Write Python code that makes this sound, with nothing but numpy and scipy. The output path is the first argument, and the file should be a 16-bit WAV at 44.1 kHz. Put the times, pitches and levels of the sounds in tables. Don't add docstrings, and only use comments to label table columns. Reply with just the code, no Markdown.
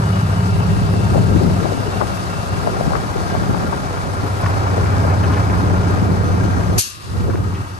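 import sys
import numpy as np
from scipy import signal
from scipy.fft import rfft, irfft, next_fast_len
from scipy.io import wavfile

SR = 44100
rng = np.random.default_rng(int(sys.argv[2]) if len(sys.argv) > 2 else 0)


def master_out(mix):
    frames = np.transpose(np.atleast_2d(mix))
    ceiling = np.clip(frames, -1, 1)
    pcm = np.round(ceiling * 32767).astype(np.int16)
    wavfile.write(sys.argv[1], SR, pcm)


N = 343523
TIME = np.arange(N) / SR
PADDED = next_fast_len(N)

# (time [s], gust level [dB], left-right pan [dB], thud level [dB])
WIND = [(0.0, -49, 10, -42), (0.8, -27.5, 8.5, -22), (1.05, -26, 10, -28), (1.15, -18.5, 5.5, -19.5),
        (1.4, -21.5, 14, -22), (1.8, -27.5, 13, -28.5), (2.3, -36, 12, -25.5), (2.8, -27, 3, -19.5),
        (3.2, -29, 7.5, -21), (3.45, -26, 4.5, -18.5), (4.1, -33.5, 3, -25.5), (4.8, -26.5, 3, -28.5),
        (5.3, -26.5, 0, -28), (5.6, -24, 1, -23), (6.4, -23, 2, -25), (7.25, -25, 3, -20.5),
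        (7.45, -26.5, 3.5, -27), (7.79, -62, 0, -37)]
# (time [s], pop peak at the left port [dB], nominal pitch [Hz])
BUFFETS = [(1.148, -8, 790), (1.158, -5, 635), (1.18, -4.5, 700), (1.362, -3, 393), (1.657, -3, 750),
           (1.721, -8.5, 630), (2.014, -2, 1150), (2.022, -8, 690), (2.674, -3.5, 760), (2.748, -9, 700),
           (2.81, -5.5, 700), (2.879, -6, 300), (2.908, -12, 760), (2.921, -8, 850), (2.935, -6, 1150),
           (2.955, -3.5, 1200), (3.16, -9, 520), (3.352, -5.5, 760), (3.496, -7, 320), (3.548, -7, 900),
           (3.73, -6, 950), (4.78, -7, 650), (5.051, -9, 650), (6.025, -6, 327), (6.453, -7, 440),
           (7.294, -7, 500), (7.35, -9, 398)]
# (time [s], level [dB])
WHINE = [(0, -64), (1.5, -60), (3, -59), (4.4, -60), (4.8, -56), (5.8, -58), (6.3, -56), (6.77, -54),
         (6.95, -63), (7.79, -61)]
# (time [s], level [dB], strongest pitch [Hz], t60 [s])
TICKS = [(4.443, -15, 1300, .03), (4.460, -7.5, 1250, .025), (4.8558, -20, 1600, .04),
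         (4.9224, -22, 1450, .04), (5.092, -23, 1700, .2), (5.2317, -22, 2100, .1), (5.30, -21, 1300, .2),
         (5.325, -27, 2700, .2), (5.365, -25, 1700, .12), (5.495, -23, 1900, .04), (7.089, -28, 1300, .04),
         (7.159, -26, 1200, .04), (7.297, -21, 1100, .06), (7.335, -23, 950, .04), (7.355, -15, 1450, .012),
         (7.526, -17.5, 850, .02), (7.545, -29, 2450, .1)]
# (frequency [Hz], level [dB])
GRIT_MODES = [(720, -3), (1060, -3), (1450, -4), (1720, -8), (2300, -8), (2550, -9), (2970, -11)]
# (time [s], exhaust level [dB], compressor level before its trim [dB], clatter level [dB])
TRUCK = [(0, -16, -17.5, -26.5), (1.0, -17.5, -18.5, -28.5), (1.58, -18, -20.5, -27),
         (1.7, -17.5, -26, -27), (2.2, -18.5, -21, -27.5), (3.6, -26, -14, -25.5), (4.0, -17.5, -23.5, -27),
         (4.35, -10.5, -29, -25.5), (4.5, -19, -37, -23), (5.1, -15.5, -21.5, -23.5), (5.6, -17, -18, -24),
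         (6.6, -17, -20.5, -26.5), (7.16, -21, -29, -32.5), (7.6, -23, -26.5, -32.5), (7.79, -22, -33, -36)]
# (time [s], level [dB])
HISS_LEVEL = [(0, -37), (2, -35.5), (4, -37.5), (6.7, -39.5), (7.1, -39), (7.4, -44), (7.79, -43.5)]
# (time [s], level [dB])
CHIRP_LEVEL = [(0, -60), (.25, -46), (1.0, -43.5), (1.4, -49.5), (2.6, -45), (3.2, -68), (7.79, -53)]
# (multiple of the four-stroke cycle [1], level beside the cab [dB], beside the axles [dB])
EXHAUST_ORDERS = [(12, -35, -36), (15, -32, -29), (16, -40, -39), (18, -24, -21), (19, -33, -32),
                  (20, -39, -37), (21, -19, -21.5), (24, -36, -41), (25, -32, -40), (26, -40, -42),
                  (27, -31, -34), (28, -39, -43), (30, -36, -39), (31, -35, -42), (32, -37, -45),
                  (35, -34, -36), (39, -35, -40), (45, -45, -43)]
# (multiple of its shaft speed [1], level beside the cab [dB], beside the axles [dB])
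COMPRESSOR_ORDERS = [(5, -42, -39), (12, -34, -41), (13, -31, -37), (14, -29, -28), (15, -29, -38),
                     (16, -37, -35), (17, -42, -41), (20, -45, -44), (21, -50, -41), (22, -45, -36),
                     (23, -49, -45), (31, -38, -38), (32, -44, -44), (33, -44, -46), (35, -50, -45)]
# (frequency [Hz], width [Hz], level beside the cab [dB], axles [dB], at the tail [dB])
BLOCK_MODES = [(408.5, 27, 4.5, 6, -11), (486, 6.6, -9, -2.5, 2), (693, 29, 5, -0.5, 0.5),
               (918, 8.2, 1.5, -12, 2), (1041, 18, -10, 0.5, -9), (1245.5, 31, 3.5, 0.5, 6),
               (1385, 19, 2.5, 2.5, -0.5), (1584, 20, 2.5, -1.5, -1), (1870, 9, -12.5, -20, -5),
               (2262, 16, -10, -13.5, -9), (2914, 12, -8, -24, -10), (4250, 20, -20, -15, -17),
               (4970, 100, -30, -14.5, -16)]
# (start [s], end [s], gain [dB])
THIN_BASS = [(1.592, 4.416, -9.5), (7.614, 8.0, -7.5)]
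# (frequency [Hz], likeness [0-1], left phase lead [rad], left over right [dB])
CHANNELS = [(20, .95, 0, 0), (100, .95, -.05, 0), (200, .9, -.2, .5), (600, .65, -1.4, 1),
            (1500, .65, -3, 3), (2200, .3, -5.8, 3), (3300, .4, -4.2, 4), (4100, .3, -6.4, 4),
            (5100, .3, -3.6, 5), (6200, .25, -6.2, 5), (8000, .3, -4, 5), (8700, .5, -6.3, 4),
            (9700, 1, -3 * np.pi, 0), (10500, 1, -3 * np.pi, 0), (11300, .75, -11.3, 0),
            (11800, 1, -4 * np.pi, 0)]
# (frequency [Hz], density [dB per Hz])
GUST_SPECTRUM = [(20, -28), (60, -4.5), (200, -3.5), (400, -9), (900, -25), (2000, -60), (4000, -106)]
THUD_SPECTRUM = [(15, -30), (30, -23), (50, 19.5), (70, 21), (110, 22.5), (180, 18), (300, -34.5)]
SNAP_SPECTRUM = [(1500, -34), (2500, -5), (3500, -7), (4330, 2), (5200, -1), (6300, 6), (8000, -1.5),
                 (9500, 4), (11100, 5), (12600, -3), (13600, -20)]
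JET_SPECTRUM = [(1200, -30), (1600, -4), (2100, -17), (2600, -4), (3400, -6.5), (4400, 0.5), (5300, -1.5),
                (6300, 0.5), (8200, -6.5), (9800, -5), (11200, -1), (12200, -14), (12900, -16),
                (13600, -30)]
HISS_SPECTRUM = [(1100, 6.5), (2200, -7.5), (3400, -3.5), (5000, -1.5), (5800, -7), (8000, -9),
                 (10000, -7.5), (11000, -7), (12300, -18.5), (13200, -45)]
CHIRP_SPECTRUM = [(2300, -50), (2600, 7.5), (2700, 9), (2800, 5.5), (3100, -40)]
RUMBLE_SPECTRUM = [(25, -30), (45, -20), (70, 1.5), (100, 7), (180, -2), (230, -4), (400, -6), (800, -65)]
CLATTER_SPECTRUM = [(150, -5.5), (300, 3), (420, -3.5), (560, 3), (750, 4), (1400, 0), (1900, -12),
                    (2600, -17.5), (4000, -38)]
CLATTER_TAIL_SPECTRUM = [(150, -15), (350, -2), (450, -12), (700, -9), (950, -6), (1250, -5), (1900, -20),
                         (2600, -27), (4000, -34)]

CAB_S, AXLES_S, TAIL_S = 1.0, 5.0, 7.1
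CYCLE_HZ, COMPRESSOR_HZ, WHINE_HZ = 4.993, 12.745, 6125
BUFFET_PAN_DB = 15
FLUTTER_LEAD_S, FLUTTER_DB, FLUTTER_SPAN = .012, -13, (.25, 1.05)
CRUNCH_DB, CRUNCH_SPAN = -5, (.6, 1.4)
TICK_RISE_SHARE = .05
GRIT_FALL_DB_PER_OCTAVE = 16
PURGE_S, OPEN_S, SNAP_DB_PER_S = 6.783, 0.12, 4000
BURST_DB, BURST_HOLD_S, BURST_T60_S = -13.5, 0.014, 0.14
JET_DB, SAG_DB_PER_S, SHUT_DB_PER_S = -19.5, 109, 123
OUTLET_HZ, OUTLET_DB, OUTLET_DB_PER_S = (2600, 2900), -38, 70
DIP_AFTER_S, DIP_FALL_S, DIP_DEEPEN_S, DIP_RISE_S = 0.0052, 0.021, 0.11, 0.27
DIP_FIRST_DB, DIP_DEEP_DB = -22.5, -27.5
DIP_CLATTER_SHARE, DIP_KNOCK_SHARE, DIP_WIND_SHARE, THIN_THUD_SHARE = 0.78, 0.75, 1, 0.4
SWITCH_S = 0.02
STOPBAND_HZ = 13700


def amp(db):
    return 10 ** (np.asarray(db) / 20)


def rms_one(x):
    return x / np.sqrt(np.mean(x ** 2) + 1e-20)


def in_time(rows):
    s, *columns = np.transpose(rows)
    return [np.interp(TIME, s, column) for column in columns]


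def in_hz(rows):
    hz, *columns = np.transpose(rows)
    bins = np.log(np.fft.rfftfreq(PADDED, 1 / SR) + 1)
    return [np.interp(bins, np.log(hz), column) for column in columns]


def drift(rate_hz):
    step = 40
    r = np.exp(-2 * np.pi * step * rate_hz / SR)
    white = rng.standard_normal(N // step + 2002)
    slow = signal.lfilter([1], [1, -2 * r, r * r], white)[2000:]
    return np.interp(np.arange(N) / step, np.arange(len(slow)), rms_one(slow))


def coloured(spectrum, flicker_db, rate_hz):
    white = rng.standard_normal((2, N)) * amp(flicker_db * drift(rate_hz))
    shaped = irfft(rfft(white, PADDED) * amp(in_hz(spectrum)[0]), PADDED)
    return rms_one(shaped[:, :N])


def sides(pan_db):
    return amp([pan_db / 2, -pan_db / 2])


def in_channels(pair):
    alike, lead, balance_db = in_hz(CHANNELS)
    alike = np.clip(alike, 0, 1)
    shared, apart = rfft(pair, PADDED) * np.sqrt([1 + alike, 1 - alike])
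    turn = np.exp(.5j * lead) * amp(balance_db / 2)
    spectra = [(shared + apart) * turn, (shared - apart) / turn]
    return irfft(spectra, PADDED)[:, :N] / np.sqrt(2)


def bass_dip():
    s = PURGE_S + np.cumsum([DIP_AFTER_S, DIP_FALL_S, DIP_DEEPEN_S, DIP_RISE_S])
    return np.interp(TIME, s, [0, DIP_FIRST_DB, DIP_DEEP_DB, 0])


def thin_bass():
    return sum(np.interp(TIME, [start, start + SWITCH_S, end, end + SWITCH_S], [0, db, db, 0])
               for start, end, db in THIN_BASS)


def wind():
    level_db, pan_db, thud_db = in_time(WIND)
    flicker_db = np.interp(TIME, [3.6, 4.4], [3.5, 2.5])
    own, other = coloured(GUST_SPECTRUM, flicker_db, rate_hz=28.5)
    gusts = amp(level_db) * np.array([own, 1.4 * other - 0.051 * own])
    own, other = coloured(THUD_SPECTRUM, flicker_db=2.0, rate_hz=15)
    thuds = np.array([own, 1.34 * other - 0.5 * own])
    thuds = thuds * amp(thud_db + THIN_THUD_SHARE * thin_bass())
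    return sides(pan_db) * amp(DIP_WIND_SHARE * bass_dip()) * (gusts + thuds)


def buffets():
    out, t = np.zeros((2, N)), np.arange(SR // 10) / SR
    late = np.maximum(t - FLUTTER_LEAD_S, 0)
    swell = t / FLUTTER_LEAD_S * np.exp(1 - t / FLUTTER_LEAD_S)
    for s, db, hz in BUFFETS:
        sign, cycles = rng.choice([-1, 1]), 3 + 2 * rng.random()
        turns = np.cumsum(hz * (0.7 + 0.6 * np.exp(-late / 0.002))) / SR
        decay = amp(-60 * late * hz / cycles)
        pop = np.sin(2 * np.pi * turns) * (late * hz) ** 2 * decay
        pop = sign * pop / np.abs(pop).max()
        band = signal.butter(3, np.multiply(FLUTTER_SPAN, hz), "band", fs=SR, output="sos")
        flutter = rms_one(signal.sosfilt(band, rng.standard_normal(len(t))))
        flutter = flutter * swell ** 2 * amp(FLUTTER_DB)
        at = round((s - FLUTTER_LEAD_S - 1 / hz) * SR)
        out[:, at:at + len(t)] += np.outer([1, -amp(-BUFFET_PAN_DB)], amp(db) * (pop + flutter))
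    return out


def ticks():
    out, t = np.zeros(N), np.arange(SR // 5) / SR
    for s, db, pitch_hz, t60 in TICKS:
        band = signal.butter(3, np.multiply(CRUNCH_SPAN, pitch_hz), "band", fs=SR, output="sos")
        sound = rms_one(signal.sosfilt(band, rng.standard_normal(len(t)))) * amp(CRUNCH_DB)
        for hz, mode_db in GRIT_MODES:
            fall_db = GRIT_FALL_DB_PER_OCTAVE * abs(np.log2(hz / pitch_hz))
            chance_db = 2 * rng.standard_normal()
            sound = sound + np.sin(2 * np.pi * hz * t) * amp(mode_db - fall_db + chance_db)
        rise = 1 - np.exp(-t / (TICK_RISE_SHARE * t60))
        at = round(s * SR)
        out[at:at + len(t)] += sound * rise * amp(db - 60 * t / t60)
    return out * sides(1.5)[:, None]


def purge():
    t = TIME - PURGE_S
    after = np.maximum(t, 0)
    burst = coloured(SNAP_SPECTRUM, flicker_db=1.2, rate_hz=150)
    burst = burst * amp(BURST_DB - 60 * np.maximum(t - BURST_HOLD_S, 0) / BURST_T60_S)
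    jet = coloured(JET_SPECTRUM, flicker_db=.8, rate_hz=120)
    shut_db = SHUT_DB_PER_S * np.maximum(t - OPEN_S, 0)
    jet = jet * amp(JET_DB - SAG_DB_PER_S * after - shut_db)
    band = signal.butter(2, OUTLET_HZ, "band", fs=SR, output="sos")
    outlet = rms_one(signal.sosfilt(band, rng.standard_normal((2, N))))
    outlet = outlet * amp(OUTLET_DB - OUTLET_DB_PER_S * after)
    onset = amp(SNAP_DB_PER_S * np.minimum(t, 0))
    return (burst + jet + outlet) * onset


def whine():
    turns = np.cumsum(WHINE_HZ + 5 * drift(40)) / SR
    tone = np.sin(2 * np.pi * turns) * amp(in_time(WHINE)[0] + 3 * drift(25))
    return tone * sides(19.0)[:, None]


def chirp():
    once = np.cos(2 * np.pi * CYCLE_HZ * (TIME - .15))
    noise = coloured(CHIRP_SPECTRUM, flicker_db=1.8, rate_hz=51)
    return noise * amp(in_time(CHIRP_LEVEL)[0] + 2.0 * once)


def firing():
    return np.cos(2 * np.pi * 6 * CYCLE_HZ * TIME)


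def patchy(x, patch_db, rate_hz):
    edges = np.geomspace(1000, 14000, num=15)
    total = 0
    for k, edge in enumerate(zip(edges, edges[1:])):
        band = signal.butter(2, edge, "band", fs=SR, output="sos")
        sign = (-1) ** k
        total = total + sign * signal.sosfilt(band, x) * amp(patch_db * drift(rate_hz))
    return rms_one(total)


def hiss():
    noise = coloured(HISS_SPECTRUM, flicker_db=0.67, rate_hz=30)
    noise = patchy(noise, patch_db=1.0, rate_hz=12.0)
    return noise * amp(in_time(HISS_LEVEL)[0] + 0.14 * firing())


def knocks(per_s):
    sizes = amp(2.34 * np.minimum(rng.exponential(1, (2, N)), 4)) * rng.choice([-1, 1], (2, N))
    clicks = sizes * (rng.random((2, N)) < per_s / SR)
    total = 0
    for hz, width_hz, *db in BLOCK_MODES:
        r = np.exp(-np.pi * width_hz / SR)
        resonator = [1, -2 * r * np.cos(2 * np.pi * hz / SR), r * r]
        mode = rms_one(signal.lfilter([1, 0, -1], resonator, clicks))
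        total = total + mode * amp(np.interp(TIME, [CAB_S, AXLES_S, TAIL_S], db) + 3 * drift(5))
    return rms_one(total)


def clatter():
    behind = np.interp(TIME, [TAIL_S - .6, TAIL_S], [0, np.pi / 2])
    noise = np.cos(behind) * coloured(CLATTER_SPECTRUM, flicker_db=1.0, rate_hz=22.4)
    noise = noise + np.sin(behind) * coloured(CLATTER_TAIL_SPECTRUM, flicker_db=0.5, rate_hz=17)
    noise = noise * amp(DIP_CLATTER_SHARE * bass_dip())
    ringing = knocks(per_s=500) * amp(-5 + DIP_KNOCK_SHARE * bass_dip())
    level_db = in_time(TRUCK)[2]
    return (noise + ringing) * amp(level_db + 1.2 * firing())


def orders(table, shaft_hz, wander_turns, waver_db):
    turns = shaft_hz * TIME + wander_turns * drift(0.46)
    total = 0
    for multiple, *db in table:
        gain = amp(np.interp(TIME, [CAB_S, AXLES_S], db) + waver_db * drift(1.17))
        total = total + gain * np.sin(2 * np.pi * (multiple * turns + rng.random()))
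    return rms_one(total)


def compressor():
    hum = orders(COMPRESSOR_ORDERS, COMPRESSOR_HZ, wander_turns=0.001, waver_db=2.0)
    return hum * amp(-4.5) * amp(in_time(TRUCK)[1])


def exhaust():
    throb = orders(EXHAUST_ORDERS, CYCLE_HZ, wander_turns=.001, waver_db=.6)
    rumble = amp(-19) * coloured(RUMBLE_SPECTRUM, flicker_db=1.5, rate_hz=9)
    return (throb + rumble) * amp(in_time(TRUCK)[0])


def truck():
    low = (exhaust() + compressor()) * amp(bass_dip() + thin_bass())
    return low * [[1], [.05]] + clatter() + hiss() + chirp()


def scene():
    return wind() + buffets() + ticks() + whine() + in_channels(purge() + truck())


def record(dry):
    rounded = dry / (1 + dry ** 4) ** .25
    return signal.sosfilt(signal.cheby2(12, 70, STOPBAND_HZ, fs=SR, output="sos"), rounded)


dry = scene()
out = record(dry)
master_out(out)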